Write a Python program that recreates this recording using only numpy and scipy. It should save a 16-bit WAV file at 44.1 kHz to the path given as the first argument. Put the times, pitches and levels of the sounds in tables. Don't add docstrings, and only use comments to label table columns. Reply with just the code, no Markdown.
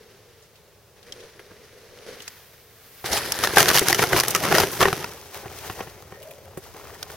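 import sys
import numpy as np
from scipy import signal
from scipy.fft import rfft, irfft, next_fast_len
from scipy.io import wavfile

SR = 44100
rng = np.random.default_rng(int(sys.argv[2]) if len(sys.argv) > 2 else 0)


def store_pcm(level_fs):
    pcm = np.round(np.clip(level_fs, -1, 1) * 32767).astype(np.int16)
    wavfile.write(sys.argv[1], SR, np.atleast_2d(pcm).T)


N = 315744
TIME = np.arange(N) / SR
LANDING_S, COLLISION_S, REST_S = 3.05, 3.528, 5.03


def from_db(db):
    return 10 ** (np.asarray(db) / 20)


def unit_rms(x):
    return x / np.sqrt(np.mean(x ** 2) + 1e-20)


def unit_blow(blows):
    energy = np.sum(blows ** 2, axis=-1, keepdims=True).mean(axis=1, keepdims=True)
    return blows / np.sqrt(energy / (.01 * SR))


def gain_curve(times, db, fade_s=0.031):
    outside_s = np.maximum(times[0] - TIME, 0) + np.maximum(TIME - times[-1], 0)
    return from_db(np.interp(TIME, times, db)) * np.clip(1 - outside_s / fade_s, 0, 1)


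def envelope(start, length, attack_s, release_s):
    rise = np.clip((TIME - start) / attack_s + .5, 0, 1)
    return rise * np.exp(-np.clip((TIME - start - length) / release_s, 0, 30))


def drift(per_s):
    knots = rng.standard_normal(int(N / SR * 2000))
    return unit_rms(np.interp(TIME * per_s, np.arange(len(knots)), knots))


def at_hz(points, hz):
    point_hz, value = np.transpose(points)
    return np.interp(np.log(np.maximum(hz, 1)), np.log(point_hz), value)


def resonate(x, hz, width_hz):
    r = np.exp(-np.pi * width_hz / SR)
    feedback = [1, -2 * r * np.cos(2 * np.pi * hz / SR), r * r]
    return signal.lfilter(np.array([1, 0, -1]) * (1 - r * r) / 2, feedback, x + 1e-18)


def bands(x):
    return [signal.sosfilt(signal.butter(4, edges_hz, "band", fs=SR, output="sos"), x)
            for edges_hz in ((15, 550), (550, 2700), (2700, 17000))]


def band_levels(db, bright_db, body_db):
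    bright_db = np.atleast_1d(bright_db)
    weights = from_db([-bright_db, np.full(bright_db.shape, body_db), bright_db])
    return from_db(db) * weights / np.sqrt(np.sum(weights ** 2, axis=0))


def add_strokes(bed, strokes, attack_s, release_s, body_db):
    power = bed ** 2
    for start, length, db, bright_db in strokes:
        stroke = band_levels(db, bright_db, body_db) * envelope(start, length, attack_s, release_s)
        power = power + stroke ** 2
    return np.sqrt(power)


# f/Hz, correlation
PORT_CORRELATION = [(50, 0.72), (450, 0.92), (1100, 0.83), (2000, 0.96), (4000, 0.49), (12000, 0.055)]


def colour(pair, spectrum):
    size = pair.shape[-1]
    padded = next_fast_len(size + 2048, real=True) // 2 * 2
    hz = np.arange(padded // 2 + 1) * SR / padded
    cepstrum = irfft(np.log(from_db(at_hz(spectrum, hz))))
    cepstrum[1:padded // 2] *= 2
    cepstrum[padded // 2 + 1:] = 0
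    filtered = rfft(pair, padded) * np.exp(rfft(cepstrum))
    correlation = at_hz(PORT_CORRELATION, hz)
    mid = filtered[..., 0, :] * np.sqrt(1 + correlation)
    side = filtered[..., 1, :] * np.sqrt(1 - correlation)
    return irfft(np.stack([mid + side, mid - side], axis=-2))[..., :size]


# f/Hz, width/Hz, boost at full coupling/dB
CASE_MODES = [(153, 16, -0.5), (407, 99, 9), (763, 150, 5.5), (1350, 290, 1.5), (1388, 29, 5),
              (1850, 67, 4), (3040, 540, 5), (5060, 450, 2), (6070, 300, 2.5)]


def case_ring(x, coupling):
    for hz, width_hz, boost_db in CASE_MODES:
        x = x + (from_db(boost_db * coupling) - 1) * resonate(x, hz, width_hz)
    return x


def grains(per_s, spread_db, sand):
    onsets = rng.random(N) < per_s / SR
    sizes = from_db(spread_db * np.minimum(rng.exponential(1, N), 3))
    cracks = unit_rms(onsets * sizes * rng.standard_normal((2, N)))
    return cracks + sand * rng.standard_normal((2, N))


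def crackle(per_s, decay_s):
    breaks = (rng.random(N) < per_s / SR) * rng.random(N) + 1e-9
    bursts = signal.lfilter([1], [1, -np.exp(-1 / (decay_s * SR))], breaks)
    return bursts * rng.standard_normal((2, N))


def pebbles(per_s, low_hz, high_hz, q, pitches=18):
    taps = (rng.random(N) < per_s / SR) * rng.standard_normal(N)
    pitch_index = rng.integers(0, pitches, N)
    out = 0
    for k, hz in enumerate(np.geomspace(low_hz, high_hz, pitches)):
        ring = resonate(taps * (pitch_index == k), hz, hz / q) / hz
        out = out + np.stack([ring, np.roll(ring, rng.integers(-1, 2))])
    return unit_rms(out)


def friction(sound, levels, lump_db, lumps_per_s):
    common = drift(lumps_per_s)
    lumps = [from_db(lump_db * depth * (.5 * common + drift(lumps_per_s))) for depth in (.8, 1, .55)]
    return sum(level * unit_rms(band * lump) for level, band, lump in zip(levels, bands(sound), lumps))


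# f/Hz, level/dB
AIR_SPECTRUM = [(25, -26), (55, -1), (110, 4.5), (200, -5.5), (280, -13), (420, 1.5), (750, -8),
                (1900, -15), (6000, -16.5), (8000, -21), (16000, -18)]


def air():
    return from_db(-54.5) * unit_rms(colour(rng.standard_normal((2, N)), AIR_SPECTRUM))


def drone(start_s=6.3, hz=84, width_hz=10):
    noise = colour(rng.standard_normal((2, N)), AIR_SPECTRUM)
    rumble = resonate(resonate(noise, hz, width_hz), hz, 2 * width_hz)
    return from_db(-53) * unit_rms(rumble) * np.clip((TIME - start_s) / .1, 0, 1)


# t/s, length/s, level/dB, brightness/dB
SCRUB_SHIFTS = [(5.327, 0.029, -40, 3.5), (5.422, 0.094, -44, -2.5), (5.533, 0.13, -43, 6),
                (5.638, 0.037, -38, 1.5), (5.76, 0.067, -40.5, 0), (6.624, 0.0089, -43.5, 5.5),
                (6.747, 0.28, -44.5, 0), (7.079, 0.089, -44.5, 3.5)]


def rustle_levels(attack_s=0.038, cloth_db=-55.5):
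    age = np.maximum(TIME - REST_S, 0)
    bed = band_levels(db=-43.5 - 5.5 * age, bright_db=2.5 - 2.5 * age, body_db=-1.7)
    bed[0] = np.hypot(bed[0], from_db(cloth_db))
    bed *= np.minimum(age / attack_s, 1)
    return add_strokes(bed, SCRUB_SHIFTS, attack_s, release_s=0.076, body_db=-0.5)


# f/Hz, level/dB
LEAF_SPECTRUM = [(25, -19), (55, 0.5), (90, 7.5), (150, -2), (260, -7.5), (410, -1.5), (550, -4.5),
                 (750, -5.5), (1000, -4), (1900, -11.5), (3000, -23.5), (6000, -21.5), (7700, -26.5),
                 (14000, -24)]


def scrub():
    levels = rustle_levels()
    leaves = colour(grains(per_s=1200, spread_db=2.5, sand=1.7), LEAF_SPECTRUM)
    rustle = friction(case_ring(leaves, coupling=0.52), levels, lump_db=2, lumps_per_s=70)
    twigs = from_db(-4) * levels[1] * pebbles(per_s=70, low_hz=650, high_hz=3200, q=6)
    stalks = colour(crackle(per_s=32, decay_s=.0015), LEAF_SPECTRUM)
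    snaps = from_db(-7) * levels[2] * unit_rms(bands(stalks)[2])
    return rustle + twigs + snaps


# t/s, f/Hz, level/dB
WHEEL_TONE = [(6.1, 520, -81), (6.18, 558, -50), (6.28, 600, -43), (6.36, 582, -53), (6.5, 544, -52),
              (6.58, 526, -65)]


def wheel_hum():
    times, hz, db = np.transpose(WHEEL_TONE)
    phase = 2 * np.pi * np.cumsum(np.interp(TIME, times, hz)) / SR
    hum = unit_rms(drift(170) * np.sin(phase) + drift(170) * np.cos(phase))
    return hum * gain_curve(times, db)


# t/s, length/s, level/dB
TYRE_LOADS = [(0.0, 0.13, -54), (0.12, 0.24, -58), (0.458, 0.22, -65.5), (0.959, 0.1, -56.5),
              (1.064, 0.19, -48.5), (1.303, 0.17, -54.5), (1.498, 0.71, -52.5), (1.955, 0.15, -48),
              (2.062, 0.088, -41.5)]


def trail_levels(fall_db_per_s=35, floor_db=-71):
    hum = np.max([from_db(db) * envelope(start, length, attack_s=0.0087, release_s=0.046)
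                  for start, length, db in TYRE_LOADS], axis=0)
    load_db = 20 * np.log10(hum + 1e-9) - np.mean([db for _, _, db in TYRE_LOADS])
    fall_db = fall_db_per_s * TIME
    thrown_db = np.maximum.accumulate(-53 + 0.84 * load_db + fall_db) - fall_db
    to_landing_s = np.maximum(LANDING_S - TIME, 0)
    thrown = from_db(thrown_db - to_landing_s)
    spray = from_db(-50.5 - 29 * to_landing_s)
    gravel = np.sqrt(thrown ** 2 + spray ** 2 + from_db(floor_db) ** 2)
    return hum, gravel * (TIME < LANDING_S)


# f/Hz, level/dB
TYRE_SPECTRUM = [(100, -11.5), (170, -18), (225, -7), (290, -12.5), (400, 0), (490, -3), (600, -6),
                 (750, -17), (1500, -43)]
GRAVEL_SPECTRUM = [(400, -4), (800, -4.5), (1900, 0.5), (2700, -4), (6000, -4.5), (7500, -15.5),
                   (11000, -10.5), (16000, -24)]


def tyres():
    hum_level, gravel_level = trail_levels()
    roar = unit_rms(colour(grains(per_s=3000, spread_db=5.7, sand=0.84), TYRE_SPECTRUM))
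    tread = unit_rms(resonate(roar, hz=469, width_hz=63))
    hum = unit_rms((roar + 0.73 * tread) * from_db(1.5 * drift(41)))
    gravel = colour(grains(per_s=700, spread_db=2.9, sand=2.2), GRAVEL_SPECTRUM)
    crunch = unit_rms(gravel * from_db(1.2 * drift(60)))
    stones = from_db(-15) * pebbles(per_s=30, low_hz=1500, high_hz=6000, q=3)
    return hum_level * hum + gravel_level * (crunch + stones)


# t/s, level/dB
HISS_LEVELS = [(0, -109), (1.6, -71), (2.0, -68), (2.3, -51), (2.7, -56.5), (3.06, -45.5)]
# f/Hz, level/dB
HISS_SPECTRUM = [(4000, 4), (7500, 3), (10000, 6.5), (12000, 9.5), (14000, 14.5), (16000, 9.5)]


def coasting():
    hiss = unit_rms(colour(rng.standard_normal((2, N)), HISS_SPECTRUM))
    return gain_curve(*np.transpose(HISS_LEVELS)) * hiss


# t/s, level/dB, f/Hz, t60/s, ring share
CLINKS_AND_SNAPS = [(0.423, -53.5, 5000, 0.18, 0), (.555, -51, 3200, .12, 0),
                    (1.028, -43.5, 3260, 0.039, 0), (1.122, -20, 3200, 0.022, 0.64),
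                    (1.1226, -23, 5430, 0.021, 0.53), (1.203, -44, 3300, 0.084, 0),
                    (2.2022, -26.5, 2920, 0.028, 0.5), (2.22, -35.5, 5600, 0.051, 0.03),
                    (2.2771, -29, 1970, 0.031, 0.06), (2.2785, -24.5, 4940, 0.03, 0.14),
                    (3.321, -6.5, 5450, 0.022, 0.54), (4.2822, -10, 11500, 0.021, 0),
                    (4.305, -16.5, 10000, 0.049, 0), (4.714, -30.5, 12100, 0.41, 0.06),
                    (6.138, -42, 1850, 0.24, 0.6), (6.226, -39.5, 2480, .07, 0.24),
                    (6.309, -36.5, 2460, 0.05, 0.43), (6.227, -37, 13000, .07, 0.4),
                    (6.308, -36, 13000, .07, 0.43), (6.572, -39, 11000, 0.097, 0)]


def clinks_and_snaps(size=16384, attack_s=0.00075):
    out = np.zeros((2, N + size))
    age = np.arange(size) / SR
    for start, db, hz, t60, share in CLINKS_AND_SNAPS:
        ring = np.sin(2 * np.pi * hz * age + rng.normal(0, 0.13, (2, 1)))
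        noise = unit_rms(resonate(rng.standard_normal((2, size)), hz, 0.73 * hz * (1 - share) + 1))
        level = from_db(db - 60 * age / t60) * (1 - np.exp(-age / attack_s))
        at = int(start * SR)
        out[:, at:at + size] += level * (share * ring + (1 - share) * noise)
    return out[:, :N]


# t/s, length/s, level/dB, brightness/dB
TYRE_BITES = [(3.058, 0.012, -31.5, 17), (3.104, .035, -28.5, -6), (3.115, 0.072, -23, 12.5),
              (3.385, 0.027, -31.5, -6), (3.426, 0.032, -24.5, 4), (3.487, 0.017, -27.5, -3.5)]
# f/Hz, level/dB
DIRT_SPECTRUM = [(25, -19), (70, 2), (170, -2.5), (290, -3), (400, 0.5), (560, 1.5), (900, 2), (1750, 7),
                 (2700, -6), (5400, -4), (7600, -14.5), (11000, -6), (16000, -16)]


def skid(attack_s=0.01, release_s=0.0091, body_db=-2):
    contact = envelope(LANDING_S, COLLISION_S - LANDING_S, attack_s, release_s)
    bed = band_levels(db=-30, bright_db=2.5, body_db=body_db) * contact
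    levels = add_strokes(bed, TYRE_BITES, attack_s, release_s, body_db)
    dirt = colour(grains(per_s=3000, spread_db=2.5, sand=1), DIRT_SPECTRUM)
    plough = friction(case_ring(dirt, coupling=0.2), levels, lump_db=1.5, lumps_per_s=81)
    stones = from_db(-1.5) * levels[1] * pebbles(per_s=150, low_hz=574, high_hz=2500, q=12)
    gravel = from_db(-10) * levels[2] * pebbles(per_s=500, low_hz=3060, high_hz=14300, q=20)
    cracks = colour(crackle(per_s=110, decay_s=.0008), DIRT_SPECTRUM)
    crushed = from_db(-11.5) * levels[2] * unit_rms(cracks)
    return from_db(-2.5) * plough + stones + gravel + crushed


# t/s, length/s, level/dB, brightness/dB
CASE_SCUFFS = [(3.562, 0.059, -17.5, 4), (3.673, 0.042, -21, 1.5), (3.735, 0.044, -19, 7),
               (3.868, 0.038, -21, 3.5), (3.982, 0.043, -22.5, 0), (4.114, 0.025, -23.5, -4),
               (4.153, 0.03, -19, 2.5), (4.422, 0.064, -24.5, -0.5), (4.499, 0.03, -20, -3.5),
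               (4.542, 0.061, -19, 0.5), (4.616, 0.02, -23, 1.5), (4.798, 0.029, -21, -2),
               (4.842, 0.032, -24.5, -5)]
# f/Hz, level/dB
PLASTIC_SPECTRUM = [(25, -25), (60, -10), (120, 1), (180, -1), (260, -8.5), (370, 1.5), (600, -7),
                    (1700, -2.5), (2500, -6.5), (6000, 2), (7700, -6.5), (10500, -1.5), (14000, -2),
                    (16000, -11.5)]


def case_slide(length_s=1.478, attack_s=0.028):
    age = np.maximum(TIME - COLLISION_S, 0)
    bed = band_levels(db=-27 - 4.5 * age, bright_db=1 - age, body_db=-2)
    bed *= envelope(COLLISION_S, length_s, attack_s, release_s=0.094)
    levels = add_strokes(bed, CASE_SCUFFS, attack_s, release_s=0.019, body_db=1)
    grit = colour(grains(per_s=1500, spread_db=2, sand=.8), PLASTIC_SPECTRUM)
    scrape = friction(case_ring(grit, coupling=0.4), levels, lump_db=2, lumps_per_s=130)
    stones = from_db(-3.5) * levels[1] * pebbles(per_s=300, low_hz=630.6, high_hz=2205, q=26)
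    gravel = from_db(-14.5) * levels[2] * pebbles(per_s=220, low_hz=2800, high_hz=13000, q=10)
    return scrape + stones + gravel


def struck(hz, decay_s, age, skew_rad=0.57):
    fade = np.exp(-age / decay_s)
    skew = skew_rad * rng.standard_normal((len(hz), 2, 1)) * (1 - fade)
    return unit_blow(np.sin(2 * np.pi * hz[:, None, None] * age + skew) * fade)


def impact_crunch(decay_s, age, pieces=16, uneven_db=4):
    count, size = len(decay_s), len(age)
    rise_s = .19 * decay_s
    piece_gains = from_db(uneven_db * rng.standard_normal((count, 1, pieces)))
    crunch = np.repeat(piece_gains, size // pieces, axis=-1) * rng.standard_normal((count, 2, size))
    crunch *= np.exp(-age / decay_s) * (1 - np.exp(-age / rise_s))
    click_at = (2 * rise_s.ravel() * SR).astype(int)
    crunch[np.arange(count), 0, click_at] += 4 * rng.choice([-1, 1], count)
    return crunch


# t/s, level/dB, brightness/dB
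BIKE_THUDS = [(3.0415, -29, -5), (5.4571, -33, -11.5), (5.6976, -28.5, -4), (5.805, -27.5, -7),
              (5.8706, -38, -7), (6.1211, -37, -8), (6.5721, -30, -17.5), (6.744, -42, -7),
              (7.0985, -39, -4)]
THUD_DECAY_S, THUD_RINGS_HZ = 0.00557, (763, 1100)
# t/s, level/dB, brightness/dB, decay/s, main f/Hz, second f/Hz
HARD_KNOCKS = [(1.3935, -41, -4, 0.0049, 1630, 2100), (1.509, -43, -11, 0.011, 1610, 1110),
               (3.059, -28.5, 7, 0.0036, 1610, 815), (3.1311, -22, 13, .0018, 1745, 3340),
               (3.173, -24.5, 4, 0.0035, 2450, 1280), (3.3213, -23.5, 25, 0.00061, 5500, 2470),
               (3.389, -30, 16, 0.0013, 964, 6150), (3.4365, -16.5, 6.5, 0.0052, 1274, 1830),
               (3.447, -24, 5, 0.004, 1770, 1518), (3.472, -20.5, 2, .003, 1710, 1400),
               (3.5702, -8.5, 2, .0057, 799, 1567), (3.581, -10.5, 9, 0.0049, 715, 1590),
               (3.603, -17, 11, .001, 1390, 2874), (3.6282, -18.5, 8.5, 0.0012, 2100, 1280),
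               (3.6572, -22, 5, 0.002, 1530, 1770), (3.6821, -13.5, 15, 0.0067, 1787, 1281),
               (3.7015, -17.5, 2, .0017, 1900, 1500), (3.7514, -18, 0, 0.0045, 1798, 3230),
               (3.7645, -18.5, 17, 0.001, 2970, 1500), (3.7742, -17, 3, .001, 1700, 3080),
               (3.784, -18, 12, 0.0012, 2180, 1100), (3.7928, -16.5, 18, .0025, 4420, 5700),
               (3.816, -18.5, -14, .0083, 538, 2020), (3.8847, -15.5, 13, 0.00099, 1420, 1700),
               (3.928, -14.5, 7, 0.0017, 2020, 1790), (3.9452, -19.5, 9, 0.0052, 1350, 2920),
               (3.9927, -20, -3, 0.0018, 1390, 684), (4.0254, -21, 3, .0035, 1360, 1550),
               (4.0377, -17.5, 0.5, 0.0037, 721, 1430), (4.1306, -15.5, -2.5, 0.004, 1514, 700),
               (4.1434, -18.5, -19, 0.008, 538, 1010), (4.1625, -18, -2, 0.0059, 1001, 2290),
               (4.2002, -15.5, 18, 0.0012, 1350, 3370), (4.2065, -20.5, 10, .0022, 1100, 5760),
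               (4.235, -22.5, 5, 0.002, 800, 1720), (4.2822, -25.5, 16, 0.0016, 1020, 3660),
               (4.3492, -16.5, 11.5, 0.0021, 2060, 1330), (4.3541, -18, 5, 0.0074, 1277, 1156),
               (4.514, -26, 0, .003, 1380, 800), (4.5243, -15.5, -1, 0.0026, 780, 650),
               (4.549, -19, 2, 0.0045, 1820, 1960), (4.5821, -14, 8.5, 0.0033, 1440, 990),
               (4.6015, -21.5, 8, 0.0023, 680, 1582), (4.633, -18, -9.5, 0.0036, 1620, 930),
               (4.8055, -17.5, -1.5, 0.004, 1180, 940), (4.8126, -13, 0.5, 0.0078, 1125, 1750),
               (4.8265, -12, -0.5, 0.0053, 1143, 686), (4.8544, -13, -8, 0.0036, 1865, 1065),
               (4.8829, -20.5, -1.5, 0.0043, 750, 1220), (4.9281, -19.5, -2.5, 0.0036, 706, 1320),
               (5.0425, -26.5, 0, 0.0031, 956, 1410), (7.0275, -30, 15, 0.0031, 1455, 4300)]


def knocks(size=4096, cavity_hz=402):
    thuds = [(*row, THUD_DECAY_S, *THUD_RINGS_HZ) for row in BIKE_THUDS]
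    starts, db, bright_db, decay_s, main_hz, second_hz = np.transpose(list(HARD_KNOCKS) + thuds)
    count, decay_s = len(starts), decay_s[:, None, None]
    age = np.arange(size) / SR
    crunch = colour(impact_crunch(decay_s, age), PLASTIC_SPECTRUM)
    thump, clack, crack = bands(case_ring(crunch, coupling=0.8))
    push = struck(hz=rng.uniform(112, 201, count), decay_s=0.0089, age=age)
    side_hz = cavity_hz * np.exp(0.063 * rng.standard_normal(count))
    bonk = struck(side_hz, decay_s=0.008, age=age)
    tumbling = ((starts > COLLISION_S) & (starts < REST_S))[:, None, None]
    thump = unit_blow(thump) + 0.47 * push + 0.66 * tumbling * bonk
    ring_s = decay_s + 0.0018
    ring = struck(main_hz, ring_s, age) - 0.65 * struck(second_hz, ring_s, age)
    clack = unit_blow(clack) + 1.18 * unit_blow(ring)
    stone_hz = np.exp(rng.uniform(np.log(3500), np.log(13000), count))
    crack = np.array([hit + 1.5 * resonate(hit, hz, width_hz=720) for hit, hz in zip(crack, stone_hz)])
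    body_db = 7 + 0.47 * np.maximum(db - np.median(db), 0)
    levels = band_levels(db, bright_db, body_db)[..., None, None]
    blows = sum(unit_blow(part) * level for part, level in zip((thump, clack, crack), levels))
    out = np.zeros((2, N + size))
    for at, blow in zip((starts * SR).astype(int), blows):
        out[:, at:at + size] += blow
    return out[:, :N]


def port_lag(pair, lag_s=.000035):
    left, right = pair
    hz = np.arange(N // 2 + 1) * SR / N
    delayed = irfft(rfft(right) * np.exp(-2j * np.pi * hz * lag_s), N)
    return np.stack([left, np.where(TIME > REST_S, delayed, right)])


def scene():
    background = air()
    crash = skid() + case_slide() + knocks() + clinks_and_snaps()
    background += drone()
    ride = (tyres() + coasting() + crash) * from_db([[.25], [-.25]])
    settling = (scrub() + wheel_hum()) * from_db([[.8], [-.8]])
    return background + port_lag(ride + settling)


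def record(dry, cutoff_hz=16000):
    lowpass = signal.ellip(10, .1, 70, cutoff_hz, fs=SR, output="sos")
    return signal.sosfilt(lowpass, np.clip(dry, -1, 1))


dry = scene()
out = record(dry)
store_pcm(out)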